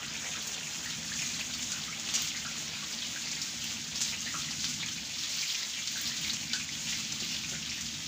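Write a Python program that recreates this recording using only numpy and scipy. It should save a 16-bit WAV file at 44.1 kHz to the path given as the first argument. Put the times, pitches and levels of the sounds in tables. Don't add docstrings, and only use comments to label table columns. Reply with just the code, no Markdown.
import sys
import numpy as np
from scipy import signal
from scipy.fft import rfft, irfft
from scipy.io import wavfile
from scipy.ndimage import uniform_filter1d

SR = 44100
rng = np.random.default_rng(int(sys.argv[2]) if len(sys.argv) > 2 else 0)


def file_out(sig):
    cols = np.atleast_2d(sig).T
    lim = np.clip(cols, -1, 1)
    pcm = np.round(lim * 32767).astype(np.int16)
    wavfile.write(sys.argv[1], SR, pcm)


N = 355887
TIME = np.arange(N) / SR

# [t/s, frying level/dB, finest spray level/dB]
STEADY_FRYING = [(0.0, -44, -44), (0.7, -44, -42.5), (1.05, -43.5, -43.5), (1.55, -41.5, -42.5),
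                 (1.93, -43, -46.5), (2.3, -42, -43), (2.7, -41, -45), (3.35, -41, -44), (3.85, -42, -46),
                 (4.65, -39, -42), (5.15, -40, -46), (5.52, -35, -41.5), (5.8, -40, -45), (6.25, -39, -44),
                 (6.7, -41.5, -45), (7.3, -39, -45.5), (8.07, -41, -45.3)]


def undb(db):
    return np.exp(np.asarray(db) * (np.log(10) / 20))


def unit(x):
    return x / np.sqrt(np.mean(x ** 2) + 1e-18)


def curve(table, axis=1):
    rows = np.array(table)
    return np.interp(TIME, rows[:, 0], rows[:, axis])


def add(track, s, sound):
    start = int(np.clip(s * SR, 0, N - 1))
    track[start:start + len(sound)] += sound[:N - start]


def colour(x, points, size=4096):
    hz, db = np.transpose(points)
    bins_hz = np.arange(size // 2 + 1) * SR / size
    gain = undb(np.interp(np.log(bins_hz + 1), np.log(hz), db))
    cepstrum = irfft(np.log(gain))[:size // 2]
    cepstrum[1:] *= 2
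    impulse = irfft(np.exp(rfft(cepstrum, size)))
    return signal.fftconvolve(x, impulse)[:len(x)]


def resonate(x, hz, width_hz):
    b, a = signal.iirpeak(hz, hz / min(width_hz, SR / 4), fs=SR)
    return signal.lfilter(b, a, x)


def walk(rate):
    hold = int(SR / rate)
    steps = np.repeat(rng.standard_normal(N // hold + 1), hold)[:N]
    return unit(uniform_filter1d(steps, hold))


def pops(rate, spread_db, size=N):
    chance = rng.random(size)
    strength = np.minimum(rng.standard_normal(size), 2.8)
    side = np.sign(rng.standard_normal(size))
    return (chance < rate / SR) * side * undb(spread_db * strength)


def draught():
    # [f/Hz, width of each of two passes/Hz, relative level/dB]
    flue = [(77.2, 55, -5), (114.5, 30, -6), (142.6, 21.5, -1), (163.2, 21, 1.5), (214.4, 43, -1),
            (231.5, 21, 0), (248.8, 14.2, -0.5), (301, 46.5, -6.5)]
    # [t/s, level/dB]
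    draught_level = [(0.0, -49), (0.29, -48.5), (0.45, -53), (1.15, -47), (2.3, -49), (3.2, -50),
                     (4.83, -46.5), (5.6, -57), (6.25, -46.3), (6.7, -48.5), (8.07, -46)]
    drone = np.zeros(N)
    for hz, width_hz, db in flue:
        turbulence = rng.standard_normal(N)
        drone += undb(db) * resonate(resonate(turbulence, hz, width_hz), hz, width_hz)
    return unit(drone) * undb(curve(draught_level))


def knife(contact_s=0.0018):
    # [t/s, level of a 0 dB mode/dB]
    chops = [(7.218, -38.5), (7.521, -38)]
    # [f/Hz, relative level/dB, t60/s]
    board = [(229, 8, 0.053), (350, 0, 0.065), (533, -0.5, 0.032), (710, 0, 0.028)]
    out, t = np.zeros(N), TIME[:SR // 5]
    knock = np.zeros(len(t))
    for hz, db, t60_s in board:
        knock += undb(db) * np.sin(2 * np.pi * hz * t) * undb(-60 * t / t60_s)
    soft_landing = 1 - np.exp(-t / contact_s)
    for s, db in chops:
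        add(out, s, undb(db) * knock * soft_landing)
    return out


def spits(fizz_s=0.014, width_hz=2000, crack_db=-3.0, fizz_db=-13.0, bright_db=-11):
    # [t/s, level before crack and fizz trims/dB, centre f/Hz]
    drops = [(0.4712, -21, 6940), (1.219, -22, 6640), (1.3951, -20, 2970), (1.5367, -21, 5050),
             (1.6247, -20.5, 6600), (1.719, -18, 6560), (1.997, -23, 6840), (2.0887, -21.5, 3390),
             (2.1397, -12, 6900), (2.151, -11, 6070), (3.3148, -19.5, 6120), (3.4158, -17.5, 5430),
             (3.9565, -18.5, 4940), (4.007, -19, 6500), (4.015, -13, 6840), (4.021, -14.5, 7360),
             (4.5092, -20.5, 5000), (4.643, -15, 4400), (5.874, -18.5, 4600), (6.1669, -20.5, 5890),
             (6.333, -17.5, 6340), (6.5326, -14.5, 4540), (7.1222, -20.5, 5470), (7.2018, -19.5, 4580),
             (7.4932, -22, 6300), (7.809, -21.5, 6000)]
    out, t = np.zeros(N), TIME[:SR // 7]
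    snap = np.exp(-t / 0.0008)
    spatter = np.exp(-t / fizz_s) * (1 - np.exp(-t / 0.00069))
    for s, db, hz in drops:
        burst = rng.standard_normal(len(t)) * snap
        crack = resonate(burst, hz, width_hz) + undb(bright_db) * burst
        crack /= np.abs(crack).max()
        bubbles = pops(rate=3500, spread_db=2.5, size=len(t))
        fizz = unit(resonate(bubbles, hz, width_hz)) * spatter
        add(out, s, undb(db + crack_db) * crack + undb(db + fizz_db) * fizz)
    return out


def sputters(rate=700, sharpness=10.0, first=1.2, lasting=0.68, plop_db=-13, rise=0.147, steady_hz=1350):
    # [t/s, nominal pitch f/Hz, level/dB, nominal length/s]
    juice_bursts = [(0.857, 1820, -43, 0.029), (1.116, 1780, -45.5, 0.044), (1.302, 2430, -47, 0.024),
                    (1.409, 2600, -39.5, 0.015), (1.717, 1440, -52, 0.12), (1.882, 1260, -50, 0.04),
                    (1.926, 2300, -43.5, 0.033), (2.346, 2050, -45.5, 0.07), (2.449, 1460, -45, 0.054),
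                    (2.823, 1150, -49, 0.025), (3.021, 3750, -41, 0.025), (3.16, 1570, -43, 0.023),
                    (3.368, 2030, -45, 0.02), (3.642, 3000, -46, 0.05), (4.125, 2500, -43.5, 0.067),
                    (4.261, 1910, -43.5, 0.055), (4.341, 1300, -40, 0.032), (4.419, 3700, -42, 0.017),
                    (4.479, 1970, -46.5, 0.035), (4.8, 3700, -41.5, 0.06), (4.827, 2180, -39, 0.03),
                    (5.623, 2000, -46, 0.037), (5.957, 1580, -46.5, 0.047), (6.055, 4570, -39.9, 0.049),
                    (6.095, 1830, -49.5, 0.084), (6.256, 2080, -48, 0.1), (6.297, 4020, -33.5, 0.018),
                    (6.537, 1504, -42, 0.047), (6.599, 2370, -43, 0.051), (6.69, 2110, -44, 0.017),
                    (6.869, 3020, -46, 0.092), (6.924, 2080, -47.5, 0.09), (7.319, 2730, -46, 0.076),
                    (7.437, 2450, -43.5, 0.034), (7.533, 1530, -50.5, 0.055), (7.778, 1960, -50, 0.058)]
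    out, t = np.zeros(N), TIME[:SR // 6]
    for s, hz, db, length_s in juice_bursts:
        run = pops(rate, spread_db=-0.5, size=len(t)) * np.exp(-(t / (lasting * length_s)) ** 2)
        run[0] += first
        ring_q = sharpness * np.sqrt(2000 / hz)
        ring = resonate(resonate(run, hz, hz / ring_q), hz, hz / 1.9)
        smallness = np.clip(np.log2(hz / steady_hz), 0, 1)
        pitch = 1 + rise * smallness * (np.minimum(2 * t / length_s, 2) - 0.5)
        ring = np.interp(np.cumsum(pitch) / SR, t, ring)
        plop = resonate(run * np.exp(-t / 0.0051), hz / 2, hz / 2)
        sputter = unit(ring) + undb(plop_db) * unit(plop)
        add(out, s, sputter * np.sqrt(length_s / t[-1]) * undb(db))
    return out


def flares(axis, attack_s=0.017, release_s=0.026):
    # [t/s, length/s, level/dB, crackle level before trim/dB]
    flare_ups = [(0.406, 0.23, -47.5, -50), (0.875, 0.059, -43, -57), (1.152, 0.16, -41.5, -62),
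                 (2.083, 0.2, -39.5, -47), (2.91, 0.028, -37.5, -62), (3.6, 0.12, -39, -50),
                 (3.998, 0.11, -39, -51), (5.3, 0.28, -52, -49), (5.893, 0.18, -43, -46),
                 (6.206, 0.11, -42.5, -43), (6.877, 0.12, -40.5, -53), (7.19, 0.12, -42, -54)]
    power = np.zeros(N)
    for row in flare_ups:
        since, length_s = TIME - row[0], row[1]
        build_up = np.clip(since / attack_s, 0, 1)
        die_away = np.exp(-np.maximum(since - length_s, 0) / release_s)
        power += (undb(row[axis]) * build_up * die_away) ** 2
    return power


def frying():
    return np.sqrt(undb(curve(STEADY_FRYING)) ** 2 + flares(axis=2))


def patter(low_hz=2300, high_hz=7000, decay_s=0.012, spread_db=3, gain_db=-6.5, count=260):
    out, t = np.zeros(N), TIME[:SR // 16]
    for when, size, strength in rng.random((count, 3)):
        hz = low_hz * (high_hz / low_hz) ** size
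        run = pops(rate=600, spread_db=3.5, size=len(t)) * np.exp(-t / decay_s)
        run[0] += 1
        ring = resonate(resonate(run, hz, hz / 4), hz, hz / 2)
        add(out, when * N / SR, unit(ring) * undb(spread_db * (2 * strength - 1)))
    return unit(out) * frying() * undb(gain_db)


def simmer(low_hz=1250, high_hz=3300, flurry_db=4.0, slope_db=5.5, count=9):
    out = np.zeros(N)
    for hz in np.geomspace(low_hz, high_hz, count):
        flurries = undb(flurry_db * np.minimum(walk(rate=35), 1.5))
        run = pops(rate=700, spread_db=7) * flurries
        ring = resonate(resonate(run, hz, hz / 5), hz, hz / 2)
        out += unit(ring) * undb(slope_db * np.log2(hz / low_hz))
    return unit(out)


def sizzle(tick_db=-13.5, flare_spray_db=-7, flare_tick_db=3.0, unrest_db=0.9, simmer_over_boil_db=11):
    # [t/s, level before trims/dB]
    boiling = [(0.0, -56), (1.15, -59), (2.6, -58.5), (3.7, -61.5), (4.8, -62), (5.66, -63.5), (6.2, -61.5),
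               (8.07, -63)]
    # [f/Hz, gain/dB]
    boil_colour = [(150, -32.5), (350, -3), (600, -0.5), (1000, -0.5), (1500, -24.5), (3000, -18.5)]
    fry_colour = [(500, -31.5), (1000, -17), (1500, -12), (2100, -5), (3300, 0), (4500, -0.5), (5500, -1),
                  (7000, -8.5), (9000, -12), (16000, -11.5)]
    spray_colour = [(2000, -20), (4500, -16.5), (5800, -2), (6550, 3), (7000, -0.5), (10000, -5.5),
                    (16000, -12.5)]
    tick_colour = [(2000, -18), (6000, -17), (10000, -2), (16000, 3)]
    boil = unit(colour(pops(rate=900, spread_db=4), boil_colour))
    fry = unit(colour(pops(rate=6000, spread_db=4.0), fry_colour))
    spray = unit(colour(pops(rate=9900, spread_db=5), spray_colour))
    ticks = unit(colour(pops(rate=800, spread_db=19), tick_colour))
    boiling_db = curve(boiling)
    spray_db = curve(STEADY_FRYING, axis=2)
    spray_gain = np.sqrt(undb(spray_db) ** 2 + flares(axis=2) * undb(flare_spray_db) ** 2)
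    tick_gain = np.sqrt(undb(spray_db + tick_db) ** 2 + flares(axis=3) * undb(flare_tick_db) ** 2)
    unrest = undb(unrest_db * walk(rate=14))
    boil *= undb(boiling_db + 3.0 + 1.7 * walk(rate=25))
    simmering = simmer() * undb(boiling_db + simmer_over_boil_db)
    fry *= frying() * undb(-1.34 + 0.73 * walk(rate=70))
    spray *= spray_gain * undb(0.9 + 1.8 * walk(rate=40))
    ticks *= tick_gain * undb(1.8 * walk(rate=22))
    return boil + simmering + unrest * (fry + spray + ticks)


def tent(x, t60_s=0.25, wet_db=-4, first_s=0.003, size=4096):
    t, wet = TIME[:SR // 4], np.zeros(N)
    window, padded = signal.get_window("hann", size), np.pad(x, (0, size))
    for start in range(0, N, size // 2):
        echoes = rng.standard_normal(len(t)) * undb(-60 * t / t60_s) * (t > first_s)
        echoes /= np.linalg.norm(echoes)
        add(wet, start / SR, signal.fftconvolve(padded[start:start + size] * window, echoes))
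    return (x + undb(wet_db) * wet) / np.hypot(1, undb(wet_db))


def scene():
    in_tent = tent(sizzle() + patter() + sputters() + spits() + knife())
    return (in_tent + draught())[None]


def record(dry, top_hz=15450):
    # [f/Hz, gain/dB]
    mic = [(20, -22), (35, -3.5), (60, -1.5), (6000, 2.5), (7200, 3.5), (8100, -7.5), (9500, -14),
           (11500, -16.5), (13700, -16), (14700, -4), (16000, -1)]
    cut = signal.ellip(14, 0.2, 70, top_hz, fs=SR, output="sos")
    return signal.sosfilt(cut, colour(dry[0], mic))[None]


dry = scene()
out = record(dry)
file_out(out)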